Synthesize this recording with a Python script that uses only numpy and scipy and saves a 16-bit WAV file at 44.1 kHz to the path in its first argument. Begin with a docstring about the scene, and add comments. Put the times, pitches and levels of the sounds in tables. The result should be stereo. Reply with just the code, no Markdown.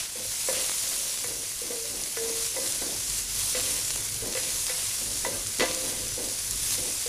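"""Chopped shallots and garlic fry in oil in a deep steel pan, close to a two-port microphone.
Thousands of short steam bursts make the sizzle; single loud pops and dull ticks stand out from it.
A wooden spatula taps and scrapes: decaying sine waves make the pan ring and the wood knock.
Underneath, the burner and the kitchen rumble as filtered low noise."""
import sys
import numpy as np
from scipy import signal
from scipy.fft import rfft, irfft
from scipy.io import wavfile
from scipy.ndimage import uniform_filter1d

SR = 44100
rng = np.random.default_rng(int(sys.argv[2]) if len(sys.argv) > 2 else 0)


def to_wav(sig):
    """Store sig (one row per channel, or 1-D mono) as 16-bit WAV at the path in sys.argv[1].

    Samples outside -1..1 are clipped; the rate is SR.
    """
    pcm = np.clip(np.atleast_2d(sig), -1, 1) * 32767
    pcm = np.round(pcm).astype(np.int16)
    wavfile.write(sys.argv[1], SR, pcm.T)  # frames by channels


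def elevation(decibels):
    """Turn decibel levels (scalar or array-like) into linear amplitude ratios."""
    levels = np.asarray(decibels, float)
    return 10 ** (levels / 20)


N = 312228  # length in samples

# base loudness of the burner and kitchen: t/s, level/dB
RUMBLE_LEVEL = [(0.0, -52.5), (2.5, -53), (3.0, -46.5), (5.5, -45.5), (7.08, -47)]
# tone colour of that rumble: f/Hz, gain/dB
RUMBLE_COLOUR = [(15, -9), (28, -19), (40, 2.5), (48, 5.5), (58, -6.5), (85, -8.5), (101, 4), (115, -2.5),
                 (135, -6), (160, -11.5), (300, -13.5), (500, -13.5), (900, -45), (1600, -15), (3000, -69)]
# how alike left and right are in sound from all around: f/Hz, likeness/1
LIKENESS = [(50, 0.93), (200, 0.86), (450, 0.75), (900, 0.16), (1600, 0.14)]
# strokes of the spatula over the metal: start t/s, fade time/s, rub level/dB, pan hum level/dB
STROKES = [(0.16, 0.088, -47.5, -52), (0.483, 0.19, -51, -42.5), (0.821, 0.67, -62, -51.5),
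           (1.273, 0.17, -49, -64), (1.626, 0.17, -45, -61), (1.894, 0.22, -46.5, -52.5),
           (2.185, 0.22, -44.5, -47), (2.529, 0.24, -46.5, -48), (2.809, 0.18, -40.5, -53),
           (3.566, 0.26, -46.5, -47.5), (3.934, 0.12, -50.5, -82), (4.225, 0.13, -40.5, -47.5),
           (4.398, 0.15, -50, -48), (5.002, 0.21, -47.5, -71), (5.234, 0.18, -43.5, -39.5),
           (5.586, 0.062, -30, -43), (5.644, 0.13, -45, -44.5), (5.811, 0.26, -43, -44.5),
           (6.17, 0.17, -41, -48), (6.769, 0.18, -43, -57)]
# tone colour of the rubbing: f/Hz, gain/dB
RUB_COLOUR = [(100, -23), (200, -1.5), (280, 2), (345, 2.5), (420, -3), (500, 2), (650, -4), (900, -6.5),
              (1600, -24), (3000, -31)]
# ringing tones (modes) of the pan: f/Hz, level before favouring/dB, undamped time to fall 60 dB/s
PAN_MODES = [(292, -23, 0.11), (319, -20, 0.55), (403, -8, 0.14), (457, -8.5, 2), (482, -4, 0.43),
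             (505, -2, 0.43), (518, -11, 2.44), (535, -4, 0.29), (570, -6.5, 0.47), (641, -1, 0.44),
             (686, -1.5, 0.55), (886, 4, 0.58), (1002, 9.5, 0.45), (1172, 7, 0.55), (1580, 9, 0.48),
             (1660, -9, 0.24), (1992, 11.5, 0.66), (2047, 14, 0.22), (2300, -13, 0.053), (2900, -13, 0.15)]
# ringing tones of the wooden spatula: f/Hz, level before favouring/dB, time to fall 60 dB/s
SPATULA_MODES = [(623, 2, 0.016), (956, 4.5, 0.11), (1460, 2.5, 0.072), (1742, 12.5, 0.13),
                 (2000, 13, 0.045), (2250, 15, 0.056), (2650, 16, 0.044), (3600, -13, .05),
                 (4600, -25, 0.067)]
# touches that set the pan ringing: t/s, level before wavering/dB, favoured f/Hz, damping factor/1
TOUCHES = [(0.155, -35.5, 505, 4.8), (0.195, -44, 505, 2.7), (0.25, -39.5, 518, 15), (.486, -25, 534, 2.1),
           (.511, -20, 535, 3.4), (.57, -38, 570, 2.5), (1.244, -33.5, 482, 3.1), (1.305, -39.5, 457, 5.8),
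           (1.616, -34.5, 482, 4.2), (1.704, -28.5, 489, 1.4), (1.75, -38, 457, 2.3), (1.84, -37, 570, 1.7),
           (1.945, -39, 482, 5), (2.171, -29, 457, 2), (2.1973, -40, 457, 0.92), (2.564, -31, 535, 1.03),
           (2.585, -29, 505, 4.3), (2.817, -34, 319, 6.5), (3.549, -29, 497, 1.8), (4.222, -32.5, 457, 16),
           (4.351, -26, 501, 6.7), (4.372, -27.5, 505, 5.6), (4.697, -39, 505, 1), (5.247, -34, 641, 3.7),
           (5.262, -30, 535, 1.2), (5.596, -28, 403, 4.2), (5.605, -31, 292, 1.1), (5.613, -22, 457, 22),
           (5.617, -32, 518, 0.85), (5.629, -21, 505, 8), (5.636, -26, 678, 12), (5.646, -34, 319, 0.45),
           (6.174, -33, 482, 1.7), (6.78, -38.5, 501, 1), (7.06, -32, 482, 1.7)]
# harder blows where the wood itself knocks: t/s, level/dB, favoured f/Hz
HARD_BLOWS = [(0.485, -19.5, 1000), (1.241, -21.5, 2300), (2.168, -21, 1490), (2.564, -25, 915),
              (2.566, -27, 2040), (3.548, -23, 2200), (4.351, -23, 2600), (4.373, -24.5, 2000),
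              (4.6955, -21, 2250), (5.247, -17, 970), (5.249, -20.5, 2060), (5.597, -19, 1980),
              (5.606, -23, 1460), (5.617, -23, 1030), (5.622, -13.5, 2650), (5.613, -21, 2000),
              (5.636, -28, 1742), (5.662, -26, 1020)]
# dry, dull ticks close to one port: t/s, level/dB, left over right/dB
DULL_TICKS = [(0.6953, -18, 20), (0.7167, -21, 18), (0.7396, -24, 4), (0.8396, -22, 2), (0.917, -24, 2),
              (1.516, -26, 13), (3.9606, -17, 6)]
# loudest single bursts of steam: t/s, level/dB, centre f/Hz, left over right/dB
LOUD_POPS = [(0.5277, -9, 9680, -2), (1.2725, -11, 9480, 7), (1.854, -13, 6010, -4),
             (2.036, -12.5, 6600, 15), (2.171, -15, 8000, -4), (2.7222, -9.5, 7880, 12),
             (3.0984, -7, 8100, 3), (3.905, -12, 5340, 10), (4.054, -15, 8500, 4), (4.143, -11, 7100, 3),
             (4.2722, -11, 9470, 7), (4.325, -11, 5940, 8), (4.504, -12, 7000, 5), (4.6665, -7, 6000, 7),
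             (5.3944, -18, 5500, 7), (5.469, -9, 8600, 10), (5.585, -15, 6890, 15), (5.7468, -11, 7840, 9),
             (6.081, -11, 9660, 3.5), (6.2857, -15, 5900, 8), (6.4467, -12, 9800, 11),
             (6.4687, -22, 10300, 0), (6.509, -5, 9300, 8), (6.707, -9, 6000, 3), (4.6815, -16, 3600, 0),
             (6.12, -23, 3000, 8)]
# base loudness of the sizzle: t/s, level/dB
SIZZLE_LEVEL = [(0.0, -29.5), (0.1, -34.5), (0.25, -29.5), (0.48, -26.5), (0.61, -26.5), (0.93, -26.5),
                (1.3, -29.5), (1.48, -30.5), (1.75, -30.5), (2.09, -30), (2.52, -30.5), (2.66, -27),
                (3.02, -30.5), (3.25, -31.5), (3.39, -27), (3.61, -27), (3.73, -26.5), (4.22, -30.5),
                (4.55, -27), (4.7, -28), (4.85, -27.5), (5.27, -29), (5.49, -31), (5.56, -31.5),
                (5.99, -30), (6.2, -29.5), (6.6, -29), (6.88, -27.5), (7.0, -28.5), (7.08, -28.5)]
# tone colour of the sizzle: f/Hz, gain/dB
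SIZZLE_COLOUR = [(410, -17.5), (700, -12), (838, -16), (1020, -11.5), (1280, -13), (1840, -11), (2010, -8),
                 (2470, -7), (3240, -6.5), (5790, -4), (7580, -4.5), (8410, -8), (9400, -2.5), (10500, -5),
                 (11500, -9.5), (14400, -17.5), (15200, -16.5)]
# the left port is duller at the top: f/Hz, gain/dB
LEFT_PORT_COLOUR = [(1000, -2), (10000, -2), (14000, -5)]
# flare-ups where fresh pieces meet hot metal: t of the top/s, rise/dB
FLARE_UPS = [(2.462, 5.5), (3.19, 5), (3.51, 2), (5.61, 2), (5.9, 3), (6.74, 4)]
# wet pieces shoved through the oil lift the low fizz at once: t/s, rise/dB
WET_SHOVES = [(0.0, 7), (0.53, 7.5), (2.18, 0.5), (3.55, 5.5), (4.36, 6), (4.69, 5), (5.25, 4),
              (5.597, 17.5)]
# the heap is pushed to the left of the pan: t/s, base left over right/dB
HEAP_BALANCE = [(0.0, 1.5), (0.25, 2.5), (2.15, 2.5), (2.35, 5.5), (7.08, 4.5)]

RIGHT_LAG = 6  # samples by which sound reaches the right port later


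def evened(x):
    """Brings a sound to an average (rms) level of one."""
    return x / np.sqrt(np.mean(x ** 2) + 1e-20)


def drift(count, span):
    """Slow random ups and downs: noise averaged twice over span samples."""
    once = uniform_filter1d(rng.standard_normal(count), size=span)
    return evened(uniform_filter1d(once, size=span))


def curve(rows):
    """Joins the points of a timed table with straight lines."""
    s, value = np.transpose(rows)
    return np.interp(np.arange(N) / SR, s, value)


def read(points, hz):
    """Reads a table over pitch, spaced the way we hear pitch."""
    f, value = np.transpose(points)
    return np.interp(np.log(hz + 1), np.log(f + 1), value)


def coloured(x, points):
    """Makes each pitch louder or softer as the table says."""
    return irfft(rfft(x) * elevation(read(points, np.fft.rfftfreq(N, 1 / SR))), N)


def sides(balance_db):
    """Left and right gains for a given left-over-right balance."""
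    return np.array([elevation(balance_db / 2), elevation(-balance_db / 2)])


def add(mix, s, sound):
    """Adds a sound at time s, cut off at the end of the mix."""
    part = mix[..., round(s * SR):][..., :sound.shape[-1]]
    part += sound[..., :part.shape[-1]]


def air(patchy_db):
    """Two-channel noise, alike in the bass, in drifting patches of time and pitch."""
    hz = np.fft.rfftfreq(4096, 1 / SR)
    a, b, c, d, patches = rng.standard_normal((N // 1024 + 5, 2049, 5)).T
    patches = uniform_filter1d(patches, size=30, axis=0)
    patches = evened(uniform_filter1d(patches, size=3, axis=1))
    same = np.clip(read(LIKENESS, hz), 0, 1)[:, None]
    left = a + 1j * b
    right = same * left + np.sqrt(1 - same ** 2) * (c + 1j * d)
    right *= np.exp(-2j * np.pi * hz * RIGHT_LAG / SR)[:, None]  # arrives later
    spectrum = np.array([left, right]) * elevation(patchy_db * patches)
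    return signal.istft(spectrum, nperseg=4096, noverlap=3072)[1][:, :N]


def bowl(t60):
    """The curved walls of the pan scatter sound into a short tail, different for each port."""
    tail = rng.standard_normal((2, 3000)) * elevation(-60 * np.arange(3000) / SR / t60)
    return tail / np.linalg.norm(tail[0])


def at_ports(x):
    """The pan is a little louder and earlier at the left port."""
    return sides(3.5)[:, None] * [x, np.roll(x, RIGHT_LAG)]


def modes(table, t, gain_db, damping):
    """Dying sine waves, all set off together; touch and food damp them."""
    hz, db, t60 = (c[:, None] for c in np.transpose(table))
    fading = elevation(db + gain_db - 60 * t * damping / t60)
    return (fading * np.sin(2 * np.pi * hz * t)).sum(0)


def favour(table, hz, most_db, spread):
    """The place of a blow lifts the modes near hz."""
    distance = np.log(np.transpose(table)[0][:, None] / hz)
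    return most_db * np.exp(-(distance / spread) ** 2)


def burst(hz, length_s):
    """One bursting bubble: a wave under a short bell-shaped swell."""
    t = np.arange(-40, 41) / SR
    return np.exp(-(t / length_s) ** 2) * np.cos(2 * np.pi * hz * t)


def bursts(per_s, spread_db, length_s, clump_db, tail_db, t60, count=52):
    """Bubbles of every pitch; each spot of the pan has its own distances and echoes to the two ports."""
    size_db = spread_db * np.minimum(rng.exponential(1, N), 5)
    happens = rng.random(N) < per_s / SR
    clicks = elevation(size_db + clump_db * drift(N, 300)) * happens
    spot = rng.integers(0, count, N)
    out = np.zeros((2, N))
    for k, hz in enumerate(np.linspace(0, SR / 2, count)):
        path = elevation(tail_db) * bowl(t60)
        path[[0, 1], rng.integers(0, 24, 2)] += 1  # the direct sound at each port
        shape = signal.fftconvolve(path, burst(hz, length_s)[None], axes=1)
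        out += signal.oaconvolve((clicks * (spot == k))[None], shape, axes=1)[:, :N]
    return evened(out)


def rumble():
    """Burner flame and distant kitchen: low noise that swells and sinks a few times a second."""
    level_db = curve(RUMBLE_LEVEL) + 1.5 * drift(N, 6000)
    noise = evened(coloured(air(patchy_db=1.0), RUMBLE_COLOUR))
    return elevation(level_db) * sides(0.47)[:, None] * noise


def scrape():
    """Strokes bite quickly and fade; slips of the wooden edge shake the damped pan, over a dull rub."""
    t, drag = np.arange(N) / SR, np.zeros((2, N))
    for s, fade_s, *levels_db in STROKES:
        bite = np.clip((t - s) / 0.011, 0, 1)
        stroke = bite * np.exp(-np.clip((t - s) / fade_s, 0, 3) ** 4)
        drag += elevation(np.array(levels_db))[:, None] * stroke
    rub_drag, hum_drag = drag
    slips = evened(rng.standard_normal(N) * (rng.random(N) < 900 / SR)) * hum_drag  # about 900 a second
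    body = modes(PAN_MODES, t[:SR // 4], favour(PAN_MODES, 554, 21.4, 0.13), 3.0)
    hum = signal.fftconvolve(slips, body / np.linalg.norm(body))[:N]
    rub = evened(coloured(air(patchy_db=0.8), RUB_COLOUR)) * sides(2.5)[:, None]
    judder = elevation(1.2 * drift(N, 350))  # the blade sticks and slips: fast, uneven wavering
    return at_ports(hum) + rub_drag * judder * rub


def pan_rings(t, high):
    """Wood touching steel rings the pan; tumbling food makes the ring waver, then smothers it."""
    soft_db, waver_db, settle_s = -14, 2.0, 0.34  # high modes stay faint under a touch
    out = np.zeros(N)
    for s, ring_db, hz, damping in TOUCHES:
        gain_db = favour(PAN_MODES, hz, 23.0, 0.03) + soft_db * high
        ring = modes(PAN_MODES, t, gain_db, damping) * np.minimum(t / 0.0022, 1)
        level = elevation(ring_db + waver_db * drift(len(t), 800))
        add(out, s, level * np.exp(-(t / settle_s) ** 4) * ring / abs(ring).max())
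    return out


def wood_knocks(t, high):
    """Hard blows knock the spatula, add a noisy crack and wake the high modes of the pan."""
    hard_db, hard_damping = -9, 4
    out = np.zeros(N)
    cracks = rng.standard_normal((len(HARD_BLOWS), len(t))) * elevation(-60 * t / 0.022)
    cracks = signal.lfilter(*signal.butter(1, [400, 4300], "band", fs=SR), cracks)
    upper = [mode for mode, is_high in zip(PAN_MODES, high) if is_high]
    for (s, knock_db, hz), crack in zip(HARD_BLOWS, cracks):
        wood = modes(SPATULA_MODES, t, favour(SPATULA_MODES, hz, 12, 0.1), 1)
        clang = modes(upper, t, favour(upper, hz, 7, 0.3), hard_damping)
        knock = wood / abs(wood).max() + 1.1 * crack + elevation(hard_db) * clang / abs(clang).max()
        add(out, s, elevation(knock_db) * knock * np.minimum(t / 0.0006, 1))
    return out


def taps():
    """The spatula hits the pan: the steel rings and, in hard blows, the wood knocks."""
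    t = np.arange(SR * 3 // 4) / SR
    high = np.transpose(PAN_MODES)[0][:, None] > 800  # Hz
    return pan_rings(t, high) + wood_knocks(t, high)


def kitchen_echo(blows):
    """A faint, short scattered tail follows the blows."""
    tail = signal.fftconvolve(blows[None], bowl(0.055), axes=1)[:, :N]
    return elevation(-12) * sides(3)[:, None] * tail


def ticks():
    """Each tick is one short push of air, without an echo."""
    out = np.zeros((2, N))
    for s, level_db, balance_db in DULL_TICKS:
        add(out, s, elevation(level_db) * sides(balance_db)[:, None] * burst(0, 0.00006))
    return signal.lfilter(*signal.butter(1, 250, "high", fs=SR), out)


def pops():
    """Single loud steam bursts, each splashing briefly and scattered in the pan."""
    out = np.zeros((2, N))
    for s, level_db, hz, balance_db in LOUD_POPS:
        path = elevation(-8) * bowl(0.05) + elevation(-3) * bowl(0.012)
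        path[[0, 1], [6, 13]] += 1  # the direct sound, sooner at the left
        splash = signal.fftconvolve(path, burst(hz, 0.000088)[None], axes=1)
        splash = splash / abs(splash).max(1, keepdims=True)
        add(out, s, elevation(level_db) * sides(balance_db)[:, None] * splash)
    return signal.lfilter(*signal.butter(2, [400, 11500], "band", fs=SR), out)


def flare_rise():
    """Fresh pieces on hot metal: the sizzle swells in dB, then is quickly smothered."""
    t, swell_s, drop_s = np.arange(N) / SR, 0.13, 0.026
    return sum(db * np.exp(-abs(t - s) / np.where(t < s, swell_s, drop_s)) for s, db in FLARE_UPS)


def shove_rise():
    """Wet pieces pushed through the oil: the low fizz jumps up in dB and fades."""
    t, fade_s = np.arange(N) / SR, 0.11
    return sum(db * (t >= s) * np.exp(-abs(t - s) / fade_s) for s, db in WET_SHOVES)


def frying():
    """Near bursts, sharper spits and a haze of far ones flicker together; wet pieces set the low fizz."""
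    level_db = curve(SIZZLE_LEVEL) + flare_rise()
    wet_db = -12.5 + shove_rise()  # low fizz against the finer sizzle
    fierce_db = level_db + 31.5  # above the usual level of -31.5 dB
    balance_db = curve(HEAP_BALANCE) + 0.1 * fierce_db  # the loudest frying happens on the left
    near = bursts(per_s=4000, spread_db=2.1, length_s=0.00007, clump_db=1.4, tail_db=1.5, t60=0.02)
    spits = bursts(per_s=220, spread_db=3.5, length_s=0.00006, clump_db=2.5, tail_db=-2.5, t60=0.015,
                   count=16)
    haze = evened(air(patchy_db=1.6))
    flicker = elevation(0.29 * drift(N, 900))
    fizz = flicker * coloured(near + elevation(-7.5) * spits + elevation(3.5) * haze, SIZZLE_COLOUR)
    fizz[0] = coloured(fizz[0], LEFT_PORT_COLOUR)
    low = signal.sosfiltfilt(signal.butter(2, 4400, fs=SR, output="sos"), fizz)
    top = signal.sosfiltfilt(signal.butter(4, 8600, "high", fs=SR, output="sos"), fizz)
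    # fierce frying makes more of the finest bubbles, so the top swells most
    fine = fizz - low + (elevation(0.17 * fierce_db) - 1) * top
    return elevation(level_db) * (evened(fine) + elevation(wet_db) * evened(low)) * sides(balance_db)


def scene():
    """Adds up the layers, from the background to the frying."""
    blows = taps()
    spatula = scrape() + at_ports(blows) + kitchen_echo(blows)
    return rumble() + spatula + ticks() + pops() + frying()


def top_cut(x):
    """Nothing passes above the cut-off."""
    return signal.sosfilt(signal.butter(12, 16290, fs=SR, output="sos"), x)


def record(dry):
    """Cuts the sound off steeply above 15140 Hz and finishes the mix."""
    edge = signal.firwin(1023, 15140, window=("kaiser", 9), fs=SR)
    mix = signal.oaconvolve(dry, edge[None], "same")
    return top_cut(mix)


dry = scene()
out = record(dry)
to_wav(out)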